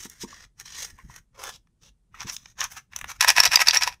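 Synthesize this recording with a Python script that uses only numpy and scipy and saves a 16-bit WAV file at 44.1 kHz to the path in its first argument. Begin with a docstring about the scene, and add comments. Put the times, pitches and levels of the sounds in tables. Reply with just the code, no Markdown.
"""A small box is shaken about six times a second: its contents slide and knock against each end,
and the hardest knocks overload the recorder. Leading up to it, fingers push stationery into the mesh
pocket of a pencil case: plastic items scrape, tick and tap, the padded case thumps, the mesh brushes
the hand and the box is picked up. Rubs are streams of tiny slips; hits are short chatters that ring
a body. It all plays close to the microphone in a small room, over a faint table rumble."""
import sys
import numpy as np
from scipy import signal
from scipy.fft import rfft, irfft, next_fast_len
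from scipy.io import wavfile
from scipy.ndimage import uniform_filter1d, map_coordinates

SR = 44100
rng = np.random.default_rng(int(sys.argv[2]) if len(sys.argv) > 2 else 0)


def inscribe(sig):
    """Save sig as 16-bit PCM at rate SR to the path in sys.argv[1].

    A 1-D sig is mono; a 2-D sig holds one channel per row.
    Samples are clipped to [-1, 1] before scaling.
    """
    pcm = np.round(np.clip(np.atleast_2d(sig).T, -1, 1) * 32767)
    wavfile.write(sys.argv[1], SR, pcm.astype(np.int16))


N = 176400

# Rubbing strokes. Each row: start and end in seconds, then rub level, hiss level, swell across the
# stroke and gloss on the top treble, all in dB.
POCKET_SLIDES = [(0, .06, -54.5, -43.5, -1, -2.5), (.1, .19, -62.5, -58, -6, 0),
                 (.212, .236, -52, -39, 3, -4), (.285, .45, -55, -52.5, -3.5, -8.5),
                 (.592, .612, -53, -49.5, 9.5, -4), (.658, .772, -54, -45.5, 1.5, -9),
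                 (.787, .852, -48, -37, -0.5, -4.5), (.86, .905, -55.5, -53, 0, 2),
                 (.91, 1.1, -71.5, -69.5, -3.5, 2), (.988, 1.01, -56.5, -72, -2, 0),
                 (1.102, 1.187, -55, -55.5, 6, 0)]
MESH_BRUSHES = [(1.353, 1.39, -59, -65.5, -2, -4), (1.395, 1.495, -42.5, -44, 9, -2),
                (1.5, 1.563, -65.5, -51, 4, -6), (1.826, 1.891, -68.5, -57.5, -1, -7)]
PICKUP_SCRAPES = [(2.148, 2.2, -54.5, -65.5, -8, -4), (2.204, 2.232, -43.5, -44, 0, -8),
                  (2.276, 2.303, -41.5, -38, 0.5, -10), (2.32, 2.324, -57, -70, 4, -23),
                  (2.333, 2.346, -51, -34.5, -4, 1), (2.38, 2.52, -69, -61, 2, -9),
                  (2.593, 2.65, -34, -37, 7.5, -9.5), (2.721, 2.765, -55.5, -52.5, -26, 3),
                  (2.771, 2.788, -42, -43, -6.5, -4.5), (2.925, 3.06, -58, -65.5, -3.5, 0),
                  (2.965, 2.98, -59, -63, -9, -1), (3.09, 3.115, -38.5, -38.5, 1, -5.5),
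                  (3.125, 3.164, -65.5, -66, 25, -4)]
# Tone curves. Each row: frequency in Hz, relative level in dB.
POCKET_TONE = [(300, 3.5), (700, -5), (1000, 3.5), (1300, 2), (1900, 11), (2600, -4.5), (4400, -17),
               (5400, -9), (6400, -5.5), (7400, -15.5), (8650, -13.5), (9500, -18.5), (15500, -23)]
MESH_TONE = [(300, 0), (540, 16), (700, 5), (1050, 12.5), (2000, 6), (3400, -6), (4300, -13.5),
             (6000, -4.5), (7500, -12.5), (10000, -17.5), (15000, -21)]
PLASTIC_TONE = [(150, -15.5), (450, -13.5), (680, -10), (1050, 0), (2400, -1.5), (3100, -6), (3800, -4),
                (4500, -8.5), (5600, 5), (6400, 4.5), (7300, -4), (9000, -6.5), (15500, -9)]
AIR_TONE = [(15, -16), (48, 13.5), (75, -13.5), (130, -2.5), (260, -14.5), (600, -26), (2000, -35),
            (6000, -36.5), (9000, -33), (16000, -56)]
RUMBLE_TONE = [(20, 1.5), (50, -2.5), (110, -5.5), (220, -14.5), (600, -43.5), (3000, -82)]
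# Resonances of the mesh and zip, and of the box. Each row: centre in Hz, width in Hz, relative peak in dB.
POCKET_MODES = [(4080, 32, 8), (5650, 53, 4.5), (6360, 62, -4), (8660, 70, -2)]
BOX_MODES = [(740, 360, -4), (979, 74, 7), (1288, 28, 4), (1624, 280, 1.5), (1790, 230, 5), (1957, 47, 5),
             (2216, 85, 1.5), (2468, 175, 7.5), (2635, 240, -1), (2720, 86, -5.5), (3365, 120, -6),
             (3760, 245, -3), (4080, 420, -6.5), (4770, 240, -0.5), (5230, 120, 2), (5464, 160, 7),
             (5794, 120, 3.5), (6090, 100, 0.5), (6660, 61, -1.5), (7480, 1400, -11), (11080, 870, -9),
             (16200, 9300, -18)]
# Handling bumps through the table. Each row: time in seconds, level in dB.
TABLE_BUMPS = [(0.942, -48), (1.055, -44.5), (1.097, -45), (2.259, -44), (3.03, -51), (3.065, -48),
               (3.403, -42), (3.49, -46)]
# Soft thumps on the case. Each row: start in seconds, level in dB, rise time in seconds.
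CASE_THUMPS = [(0.053, -36, 0.0025), (0.235, -24.5, 0.0024), (2.246, -24, 0.031), (2.261, -32, 0.034),
               (3.399, -42, .001)]
# Modes of the case. Each row: pitch in Hz, relative level in dB, seconds to fade by 60 dB.
CASE_MODES = [(208.5, 1.5, 0.052), (257, -1, 0.049), (344, -9, 0.071), (447, -7, 0.041),
              (934, -11.5, 0.057)]
# Light ticks and hard knocks. Each row: time in seconds, then relative levels in dB of the wall (low),
# ring (middle) and crack (top) registers.
PLASTIC_TICKS = [(0.056, -36, -55, -39), (0.0985, -72, -38.5, -33.5), (0.599, -37.5, -33.5, -30.5),
                 (0.987, -45.5, -85, -51), (1.162, -39, -37, -37.5), (1.4385, -28.5, -56, -26.5),
                 (1.672, -58, -69, -72), (2.205, -33.5, -25, -58), (2.211, -29, -44, -59),
                 (2.217, -27.5, -29, -60), (2.298, -30, -19, -50), (2.3655, -39, -22.5, -35),
                 (2.458, -36.5, -34.5, -81), (2.6065, -60.5, -14, -25.5), (2.6145, -17.5, -20, -56),
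                 (2.641, -43, -19, -21), (2.934, -31.5, -42, -67), (2.9625, -30, -20.5, -21.5),
                 (2.989, -33, -41, -31), (3.013, -24, -44, -31), (3.043, -22, -49, -36)]
BOX_KNOCKS = [(3.208, -16, -14, -19), (3.212, -18, -15.5, -18), (3.226, -19.5, -21, -24),
              (3.236, -24, -34, -32), (3.2455, -12.5, -30, -23), (3.284, -17, -30, -13),
              (3.2905, -15.5, -8, -22), (3.302, -12.5, -14, -14.5), (3.382, -8.5, -25, -23),
              (3.4018, -12, -4, -12.5), (3.4355, -36, -14.5, -23), (3.454, -18.5, -13, -16),
              (3.4595, -31, -28, -20), (3.475, -46, -20.5, -46), (3.5572, -19.5, -4, -15.5),
              (3.5715, -16, -48.5, -33), (3.592, -19.5, -31, -35), (3.612, -23, -42, -24),
              (3.6165, -13.5, -42, -18.5), (3.6715, -26, -13.5, -36), (3.6845, -29.5, -8.5, -19),
              (3.709, -31, -13.5, -40), (3.746, -27, -18, -23.5), (3.754, -27, -26, -25),
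              (3.7605, -18, -32, -50), (3.771, -43, -17.5, -26), (3.8225, -22.5, -20, -48),
              (3.834, -43.5, -15, -27.5), (3.8745, -30, -23, -31.5), (3.925, -42.5, -43.5, -56)]
# Hollow taps between items, and square hits on one box mode. Each row: start in seconds, pitch in Hz,
# level in dB.
HOLLOW_TAPS = [(0.246, 1060, -35), (0.3285, 1114, -31.5), (0.988, 1060, -36), (1.098, 990, -35.5),
               (2.143, 1280, -32.5)]
BOX_PINGS = [(3.5575, 4860, -2.5), (3.617, 2300, -7.5), (3.6848, 4710, -1), (3.7715, 5640, -3.5),
             (3.8745, 977, -10)]
# Throws of the contents at alternate ends. Each row: start in seconds, length in seconds, level in dB.
BOX_THROWS = [(3.212, 0.039, -25.5), (3.279, 0.027, -16.5), (3.366, .04, -18), (3.435, 0.033, -18),
              (3.518, 0.038, -20.5), (3.6, 0.022, -20), (3.67, 0.028, -22.5), (3.735, 0.04, -23),
              (3.815, 0.026, -24.5), (3.868, 0.017, -27), (3.9, 0.043, -51)]
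# Decay of the room. Each row: frequency in Hz, seconds to fade by 60 dB.
ROOM_DECAY = [(200, 0.28), (1000, 0.15), (5500, 0.15), (14000, 0.18)]

WALL_HZ, RING_HZ = 3295, 6430  # upper edges of the wall and ring registers
RUB_EDGE_DB_PER_S, GLOSS_HZ = 1100, 7800
JUDDER_PER_S, JUDDER_DB = 160, 2  # unsteady rubbing force
RIPPLE_HZ, RIPPLE_DB = 170, 3  # spacing and depth of random peaks in a rub's tone
THROW_RISE_DB_PER_S, SETTLE_DB_PER_S = 1500, 1200
KNOCK_LOW_HZ, TIGHT_END_LOW_HZ, HOLLOW_END_LOW_HZ = 550, 703, 446  # low cuts on the box
CASE_ROOM_DB, BOX_ROOM_DB = -14, -16.5  # reverb sends


def amp(db):
    """Decibels to gain."""
    return 10 ** (np.asarray(db) / 20)


def unit(x):
    """Scale to rms 1."""
    return x / np.sqrt(np.mean(x ** 2) + 1e-20)


def along(points, hz):
    """Read a curve of (Hz, value) points on a log frequency axis."""
    freqs, values = np.transpose(points)
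    return np.interp(np.log(hz + 1), np.log(freqs + 1), values)


def colour(x, gain):
    """Minimum-phase EQ: follows gain(Hz) and rings only after a hit."""
    size = 2 * next_fast_len(len(x) // 2 + 1024)
    response = np.maximum(gain(np.fft.rfftfreq(size, 1 / SR)), 1e-6)
    cepstrum = irfft(np.log(response), size)
    cepstrum[1:size // 2] *= 2
    cepstrum[size // 2 + 1:] = 0
    return irfft(rfft(x, size) * np.exp(rfft(cepstrum)), size)[:len(x)]


def below(hz, edge_hz, order=6):
    """Low-pass gain."""
    return 1 / np.sqrt(1 + (hz / edge_hz) ** (2 * order))


def above(hz, edge_hz, order=6):
    """High-pass gain."""
    return below(hz, edge_hz, order=order) * (hz / edge_hz) ** order


def resonances(modes, hz):
    """Summed power response of a set of resonances."""
    return sum(amp(db) ** 2 * (hz * width) ** 2 / ((centre ** 2 - hz ** 2) ** 2 + (hz * width) ** 2)
               for centre, width, db in modes)


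def wobble(x):
    """Smooth random curve with one knot per unit of x."""
    return map_coordinates(rng.standard_normal(int(np.max(x)) + 4), [x], mode="nearest")


def add(track, start, x):
    """Mix x into the track, with start in seconds."""
    i = max(0, round(start * SR))
    track[i:i + len(x)] += x[:len(track) - i]


def grains(per_s, spread_db):
    """Tiny contacts at random moments, of random size."""
    clicks = (rng.random(N) < per_s / SR) * rng.choice([-1, 1], N)
    return clicks * amp(spread_db * np.clip(rng.standard_normal(N), -2, 2))


def rubbing(strokes, body, per_s, spread_db):
    """Friction: juddering slips make a low rub and a high hiss whose peaks shift as the contact travels."""
    slips, out = grains(per_s, spread_db), np.zeros(N)
    for start, end, rub_db, hiss_db, swell_db, gloss_db in strokes:
        length = max(end - start, .005)
        first = max(int(start * SR) - SR // 25, 0)
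        stream = slips[first:int((start + length) * SR) + SR // 16]
        t = (first + np.arange(len(stream))) / SR - start
        fade_db = RUB_EDGE_DB_PER_S * (np.maximum(-t, 0) + np.maximum(t - length, 0))
        knots = rng.standard_normal(SR // 512)
        judder = map_coordinates(knots, [(t - t[0]) * JUDDER_PER_S], mode="nearest")
        travel = np.clip(t / length, 0, 1)
        force = amp(swell_db * (travel - .5) - fade_db + JUDDER_DB * judder)
        for band, db in [(below, rub_db), (above, hiss_db)]:
            surface_db = lambda f: gloss_db * above(f, GLOSS_HZ) + RIPPLE_DB * wobble(f / RIPPLE_HZ)
            gain = lambda f: body(f) * amp(surface_db(f)) * band(f, WALL_HZ) * above(f, 420, order=3)
            at_start, at_end = colour(stream, gain), colour(stream, gain)  # each gets its own ripple
            add(out, first / SR, amp(db) * force * unit((1 - travel) * at_start + travel * at_end))
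    return out


def pocket_slides():
    """Items slide into the pocket, scraping narrow resonances out of the mesh and zip."""
    pocket = lambda f: amp(along(POCKET_TONE, f)) * np.sqrt(1 + resonances(POCKET_MODES, f))
    return rubbing(POCKET_SLIDES, pocket, per_s=4000, spread_db=-1.5)


def noise_bed(tone):
    """Steady noise with the given tone curve, at rms 1."""
    return unit(colour(rng.standard_normal(N), lambda f: amp(along(tone, f)) * above(f, 22, order=2)))


def air_and_table(handling, air_db=-67, rumble_db=-50, bump_width_s=.0086):
    """Quiet room air, dull bumps, and a table rumble that grows gently with the handling."""
    t = np.arange(N) / SR
    bumps = sum(amp(db) * np.exp(-.5 * ((t - time) / bump_width_s) ** 2) for time, db in TABLE_BUMPS)
    activity = np.abs(uniform_filter1d(np.abs(handling), size=2048)) ** .19
    air = amp(air_db) * noise_bed(AIR_TONE)
    return air + (bumps + amp(rumble_db) * activity) * noise_bed(RUMBLE_TONE)


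def case_thumps():
    """The padded shell rings low and briefly; a soft press swells slowly."""
    out, t = np.zeros(N), np.arange(SR // 4) / SR
    for start, db, rise_s in CASE_THUMPS:
        ring = sum(amp(mode_db - 60 * t / t60) * np.sin(2 * np.pi * (hz * t + rng.random()))
                   for hz, mode_db, t60 in CASE_MODES)
        add(out, start, amp(db) * ring * (1 - np.exp(-t / rise_s)))
    return out


def strikes(hits, body, t60, chatter_s, attack_s):
    """Each blow chatters for a few milliseconds and rings the body in three registers."""
    out, t = np.zeros(N), np.arange(2048) / SR
    envelope = amp(-60 * np.maximum(t - chatter_s, 0) / t60) * (1 - np.exp(-t / attack_s))
    span = .005 * SR  # a level sets the ring's energy as if packed into 5 ms
    registers = [lambda f: below(f, WALL_HZ),
                 lambda f: above(f, WALL_HZ) * below(f, RING_HZ),
                 lambda f: above(f, RING_HZ)]
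    for time, *levels in hits:
        chatter = rng.standard_normal(len(t)) * envelope
        for db, register in zip(levels, registers):
            ring = colour(chatter, lambda f: body(f) * register(f))
            add(out, time - attack_s, amp(db) * ring * np.sqrt(span / np.sum(ring ** 2)))
    return out


def plastic_ticks(level_db=-9.5):
    """Nails and plastic items catch each other in light, thin ticks."""
    thin_plastic = lambda f: amp(along(PLASTIC_TONE, f)) * above(f, 500, order=2)
    return amp(level_db) * strikes(PLASTIC_TICKS, thin_plastic, t60=.012, chatter_s=.0018, attack_s=.0012)


def pings(hits, t60=.024):
    """A square hit leaves a single mode ringing."""
    out, t = np.zeros(N), np.arange(SR // 16) / SR
    for start, hz, db in hits:
        envelope = amp(db - 60 * t / t60) * (1 - np.exp(-t * hz))
        add(out, start, envelope * np.sin(2 * np.pi * hz * t))
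    return out


def mesh_brushes():
    """The mesh slips off the hand with a grainy brush."""
    return rubbing(MESH_BRUSHES, lambda f: amp(along(MESH_TONE, f)), per_s=3200, spread_db=3.5)


def box_pickup():
    """The box gives bright plastic scrapes as it is picked up."""
    return rubbing(PICKUP_SCRAPES, lambda f: amp(along(PLASTIC_TONE, f)), per_s=2400, spread_db=1.5)


def box_gain(hz, low_hz):
    """Voice of the small box above its low cut."""
    return np.sqrt(resonances(BOX_MODES, hz)) * above(hz, low_hz, order=4)


def shaken_box(knock_db=-2.5, soft_hz=11330):
    """The contents pile into each end in turn and settle: a softer rattle with hard knocks on top."""
    t, rattle = np.arange(N) / SR, np.zeros(N)
    for end, low_hz in enumerate([TIGHT_END_LOW_HZ, HOLLOW_END_LOW_HZ]):
        force = np.zeros(N)
        for start, length, db in BOX_THROWS[end::2]:
            rise_db = THROW_RISE_DB_PER_S * np.maximum(start - t, 0)
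            settle_db = SETTLE_DB_PER_S * np.maximum(t - start - length, 0)
            force += amp(db - rise_db - settle_db)
        contacts = grains(per_s=1700, spread_db=4)
        wall = lambda f: box_gain(f, low_hz) * below(f, soft_hz, order=1)
        rattle += colour(contacts * force, wall) / np.std(colour(contacts, wall))
    body = lambda f: box_gain(f, KNOCK_LOW_HZ)
    knocks = strikes(BOX_KNOCKS, body, t60=.009, chatter_s=.0024, attack_s=.0008)
    return rattle + pings(BOX_PINGS) + amp(knock_db) * knocks


def room(send, onset_s=.0012):
    """The small room's reflections blur into a short tail, longest in the lows."""
    hz, t, spectrum = signal.stft(rng.standard_normal(SR // 3), SR, nperseg=256)
    envelope = amp(-60 * t / along(ROOM_DECAY, hz)[:, None]) * (1 - np.exp(-t / onset_s))
    _, tail = signal.istft(spectrum * envelope, SR, nperseg=256)
    return signal.fftconvolve(send, tail / np.linalg.norm(tail))[:N]


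def scene():
    """Mono mix of the shaken box, the handling at the case, their reverb and the background bed."""
    box = shaken_box()
    rubs = pocket_slides() + mesh_brushes() + box_pickup()
    case = rubs + plastic_ticks() + pings(HOLLOW_TAPS) + case_thumps()
    reverb = room(amp(BOX_ROOM_DB) * box + amp(CASE_ROOM_DB) * case)
    return (box + case + reverb + air_and_table(box + case))[None]


def record(dry):
    """The recorder clips the hardest knocks and cuts off the very top."""
    ceiling, top_hz = .87, 15500
    clipped = np.clip(dry, -ceiling, ceiling)
    return irfft(rfft(clipped) * below(np.fft.rfftfreq(N, 1 / SR), top_hz, order=90), N)


dry = scene()
out = record(dry)
inscribe(out)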